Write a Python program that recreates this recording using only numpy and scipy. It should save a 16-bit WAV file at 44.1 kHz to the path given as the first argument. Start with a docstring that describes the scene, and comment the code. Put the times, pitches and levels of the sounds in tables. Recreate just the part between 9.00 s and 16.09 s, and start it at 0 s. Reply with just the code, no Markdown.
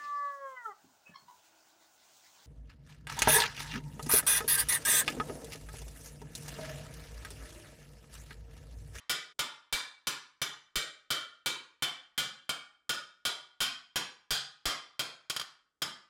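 """In a small workshop, a hammer smooths a curved steel plate held over a vise, about three blows a second.
Each blow cracks and briefly overloads the close microphone, which thumps on the heaviest ones.
The plate clanks and rings, a gloved hand quickly stills it, and the room's echo carries on a little.
Early on the sound cuts out for a moment. The ring then changes as the blows travel along the plate.
Near the end the hammer drops loosely and bounces to rest, and one last light blow follows."""
import sys
import numpy as np
from scipy import signal
from scipy.fft import rfft, irfft
from scipy.io import wavfile
from scipy.ndimage import uniform_filter1d

SR = 44100
rng = np.random.default_rng(int(sys.argv[2]) if len(sys.argv) > 2 else 0)


def unload_audio(sound):
    """Save the sound as a 16-bit wav file, at the path given as the first command line argument."""
    columns = np.transpose(np.atleast_2d(sound))
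    # keep every value between -1 and 1, then stretch to whole-number steps
    steps = np.round(np.clip(columns, -1, 1) * 32767)
    wavfile.write(sys.argv[1], SR, steps.astype(np.int16))


N = 312667
BLOW_SAMPLES = 36000
AGE_S = np.arange(BLOW_SAMPLES) / SR  # time since a blow


def gain(db):
    """Turn decibels into a number to multiply by."""
    return 10 ** (np.asarray(db) / 20)


def fade(fade_s):
    """A smooth dying away that is 60 dB quieter after fade_s."""
    return np.exp(-np.log(1000) * AGE_S / fade_s)


def log_pitches(size):
    """The logarithm of each pitch in the spectrum of a sound of this size."""
    return np.log(np.fft.rfftfreq(size, 1 / SR) + 1)


def noise(pitch_hz, level_db, size):
    """Noise of strength 1, with the given balance of low and high pitches."""
    colour = gain(np.interp(log_pitches(size), np.log(pitch_hz), level_db))
    sound = irfft(rfft(rng.standard_normal(size)) * colour, size)
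    return sound / np.std(sound)


def fade_bands(sound, pitch_hz, fade_s):
    """Split a sound into overlapping pitch bands and let each fade at its own speed."""
    spectrum, pitches = rfft(sound), log_pitches(BLOW_SAMPLES)
    bands = [np.interp(pitches, np.log(pitch_hz), row) for row in np.eye(len(pitch_hz))]
    return sum(irfft(spectrum * band) * fade(seconds) for band, seconds in zip(bands, fade_s))


def add(out, start_s, sound):
    """Mix a sound into out, beginning at start_s."""
    start = int(round(start_s * SR))
    first, last = max(start, 0), min(start + len(sound), len(out))
    out[first:last] += sound[first - start:last - start]


# The balance of low and high in the quiet room. Columns: pitch_hz, relative_level_db
ROOM_TONE = [(30, 5.5), (70, 6), (120, -2), (300, 4), (1000, -9), (3000, -15.5), (8000, -13),
             (16000, -32.5)]

def room_tone(level_db=-84):
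    """The faint, steady rush of the workshop."""
    return gain(level_db) * noise(*np.transpose(ROOM_TONE), N)


def even_out(sound, width_hz=30):
    """Give all narrow pitch bands the same strength, so the echo favours no tone."""
    spectrum = rfft(sound, 2 * BLOW_SAMPLES)
    power = uniform_filter1d(np.abs(spectrum) ** 2, int(width_hz * 2 * BLOW_SAMPLES / SR))
    return irfft(spectrum / np.sqrt(power))[:BLOW_SAMPLES]


# How long the workshop echoes. Columns: pitch_hz, fade_s
ECHO_FADES = [(60, 0.17), (150, 0.39), (400, 0.39), (1300, 0.47), (3000, 0.4), (5000, 0.38), (8000, 0.32),
              (12000, 0.2), (16000, 0.16)]

def room_echo(sound, echo_db=-14.0, build_s=0.0048):
    """The room's soft echo of one blow, made from fresh noise each time."""
    pitch_hz, fade_s = np.transpose(ECHO_FADES)
    slowest_s = 1.1 * fade_s.max()
    tail = even_out(rng.standard_normal(BLOW_SAMPLES) * fade(slowest_s))
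    extra_fade_s = 1 / (1 / fade_s - 1 / slowest_s)  # air and walls take the highs away sooner
    tail = fade_bands(tail, pitch_hz, extra_fade_s)
    tail *= 1 - np.exp(-AGE_S / build_s)  # reflections take a moment to build up
    tail = tail[:-BLOW_SAMPLES // 8]  # drop the faintest end
    return gain(echo_db) * signal.fftconvolve(sound, tail / np.linalg.norm(tail))[:BLOW_SAMPLES]


def dropout(start_s=0.325, end_s=0.388, depth_db=-35, slide_s=0.017):
    """A volume curve that slides down for a moment, then jumps back."""
    time_s = np.arange(N) / SR
    return gain(depth_db * np.clip((time_s - start_s) / slide_s, 0, 1) * (time_s < end_s))


def microphone_thump(force_db, full_db=-10.5, pitch_hz=29, fade_s=0.058):
    """A low thump from the microphone as the heaviest blows overload it."""
    level_db = full_db + 6.5 * min(force_db, 0)  # falls steeply as blows get lighter
    return -gain(level_db) * np.sin(2 * np.pi * pitch_hz * AGE_S) * fade(fade_s)


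def crack(pitch_hz, level_db):
    """Steel meets steel: the shortest click that has the given balance of low and high."""
    colour = gain(np.interp(log_pitches(BLOW_SAMPLES), np.log(pitch_hz), level_db))
    # folding the cepstrum (the log spectrum turned back into time) packs the energy at the start
    cepstrum = irfft(np.log(colour))
    cepstrum[1:BLOW_SAMPLES // 2] *= 2
    cepstrum[BLOW_SAMPLES // 2:] = 0
    click = irfft(np.exp(rfft(cepstrum))) * fade(0.59)
    return click / np.linalg.norm(click)


# The plate's crowd of short tones, too dense to tell apart.
# Columns: pitch_hz, relative_level_db, base_fade_s
CLANK_BANDS = [(40, -33, .03), (93, -18.5, 0.025), (143, 5, 0.035), (180, -6, 0.061), (330, -1.5, 0.038),
               (496, -3, 0.06), (820, -1, 0.028), (1230, 1.5, 0.063), (1870, 0, 0.051), (2920, -5, 0.11),
               (3920, 0.5, 0.078), (4880, -3.5, 0.081), (6100, -8.5, 0.087), (11000, -11, 0.072),
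               (16000, -17, 0.019)]

def crack_and_clank(tilt_db_per_octave, length_factor, crack_db=16, clank_db=-6):
    """The crack of contact and the plate's noisy clank; a harder contact makes both brighter."""
    pitch_hz, level_db, base_fade_s = np.transpose(CLANK_BANDS)
    colour_db = level_db + tilt_db_per_octave * np.log2(pitch_hz)
    clank = fade_bands(noise(pitch_hz, colour_db, BLOW_SAMPLES), pitch_hz, base_fade_s * length_factor)
    return gain(crack_db) * crack(pitch_hz, colour_db) + gain(clank_db) * clank


# The plate's own tones, and how strongly a blow at each of three places wakes them.
# Columns: pitch_hz, base_fade_s, place_0_db, place_1_db, place_2_db
PLATE_TONES = [ (1134, .07, -17, -15, -16), (1208, .08, -15, -13, -16), (1400, .05, -12, -13, -15),
               (1443, .11, -13, -9, -14), (1510, .07, -14, -17, -12), (2309, .10, -9, -11, -16),
               (3000, .06, -15, -12, -18), (3065, .06, -11, -5, -14), (3118, .06, -4, -8, -13),
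               (3160, .08, -7, -1, -9), (3203, .06, -15, -13, -2), (3350, .05, -17, -13, -6),
               (3442, .08, -16, -10, -13), (3532, .10, -9, -12, -17), (3585, .08, -10, -17, -18),
               (4012, .07, -17, -13, -16), (4732, .06, -20, -20, -5), (4850, .05, -16, -13, -7),
               (5015, .07, -20, -17, -13), (5092, .11, -13, -17, -21), (5210, .09, -16, -20, -12),
               (5565, .08, -21, -18, -14), (5995, .14, -22, -27, -29), (6545, .09, -25, -25, -17),
               (6850, .10, -28, -20, -13), (7047, .18, -18, -28, -27), (7440, .10, -18, -18, -21),
               (8120, .10, -21, -24, -28), (10470, .10, -22, -24, -22), ]

def plate_ring(place, length_factor, favoured_hz, ring_db=-4.5, lift_share=0.55, detune=0.0012):
    """The plate rings briefly under the glove; the tone hit where it swings widest gets a lift."""
    favoured = np.argmin([abs(tone[0] - favoured_hz) for tone in PLATE_TONES])
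    ring = 0
    for index, (pitch_hz, base_fade_s, *place_db) in enumerate(PLATE_TONES):
        level_db = np.interp(place, [0, 1, 2], place_db)
        if index == favoured:
            level_db *= 1 - lift_share  # part of the way up to full level, 0 dB
        pitch_hz *= 1 + detune * rng.standard_normal()  # the grip changes a little between blows
        wave = np.sin(2 * np.pi * (pitch_hz * AGE_S + rng.random()))
        ring += gain(level_db) * wave * fade(base_fade_s * length_factor)
    return gain(ring_db) * ring


# The hammer's path along the plate. Columns: time_s, place (0 to 2; anything higher sounds like 2)
HAMMER_PATH = [(0, 0.61), (.73, .05), (2.1, 0.57), (2.82, 0.84), (4.25, 1.05), (4.6, 1.62), (5.65, 2.3),
               (6, 1.53), (6.3, 2)]

def blow(start_s, force_db, length_factor, favoured_hz, extra_db_per_octave=0):
    """One hit with its echo: where it lands and how hard it is decide how bright it sounds."""
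    place = np.interp(start_s, *np.transpose(HAMMER_PATH))
    hardness = np.interp(place, [0, 1, 2], [1.5, 0.72, 0.7])  # the contact is hardest at place 0
    tilt_db_per_octave = hardness + 0.07 * force_db + extra_db_per_octave  # lighter blows are duller
    steel = crack_and_clank(tilt_db_per_octave, length_factor)
    steel += plate_ring(place, length_factor, favoured_hz)
    return gain(force_db) * (steel + room_echo(steel) + microphone_thump(force_db))


def hammer_bounce(start_s=6.2985, force_db=-11.5, hop_s=0.0655, hop_ratio=0.505, loss_db=4.5):
    """The loose hammer lands four times with a brighter sound, each hop shorter and weaker."""
    out = np.zeros(N)
    for _ in range(4):
        hit = blow(start_s, force_db, length_factor=0.7, favoured_hz=3203, extra_db_per_octave=1.5)
        add(out, start_s, hit)
        start_s += hop_s
        hop_s *= hop_ratio
        force_db -= loss_db
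    return out


# The hammer's blows. Columns: start_s, force_db, length_factor (stretches the plate's fade times),
# favoured_hz (the tone hit where it swings widest)
HAMMER_BLOWS = [ (-.25, 0, 0.82, 3160), (0.0955, -2.5, 0.95, 5210), (0.3915, -4, 0.76, 3118),
                (.7261, -.3, .62, 2309), (1.0702, -3.5, 0.62, 5995), (1.4167, -5.5, 0.72, 5995),
                (1.7566, .5, 0.58, 3134), (2.1043, -2.5, 0.77, 3110), (2.4600, -2.4, 0.78, 2309),
                (2.8229, -3, 0.74, 3532), (3.1780, -1.45, 0.86, 3150), (3.4926, -8.5, 0.81, 3065),
                (3.8933, -3, 0.66, 1443), (4.2519, -3.4, 0.93, 3160), (4.6046, -0.1, 1.16, 3160),
                (4.9581, -5, 0.91, 5565), (5.3065, 0.8, 0.67, 4732), (5.6553, 1, 0.52, 4732),
                (5.9937, -6, 0.69, 3203), (6.8195, -7, 0.63, 5210), ]

def hammering():
    """The steady blows that smooth the plate."""
    out = np.zeros(N)
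    for start_s, force_db, length_factor, favoured_hz in HAMMER_BLOWS:
        add(out, start_s, blow(start_s, force_db, length_factor, favoured_hz))
    return out


def scene():
    """The blows and the bounce over the quiet room, in one channel."""
    hammer = hammering() + hammer_bounce()
    return (hammer * dropout() + room_tone())[None]


def record(dry, drive_db=-6, ceiling_db=-27.5, low_cut_hz=30, high_cut_hz=16250):
    """The close microphone overloads and flattens the peaks; the deepest and highest sounds are cut."""
    ceiling = gain(ceiling_db)
    # flattening at twice the sample rate keeps false tones down
    fine = signal.resample_poly(dry * gain(drive_db), 2, 1, axis=-1)
    flattened = signal.resample_poly(np.clip(fine, -ceiling, ceiling), 1, 2, axis=-1)
    low_cut = signal.butter(1, low_cut_hz, "high", fs=SR, output="sos")
    high_cut = signal.firwin(201, high_cut_hz, window="blackman", fs=SR)
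    return signal.fftconvolve(signal.sosfilt(low_cut, flattened), high_cut[None], "same")


dry = scene()
out = record(dry)
unload_audio(out)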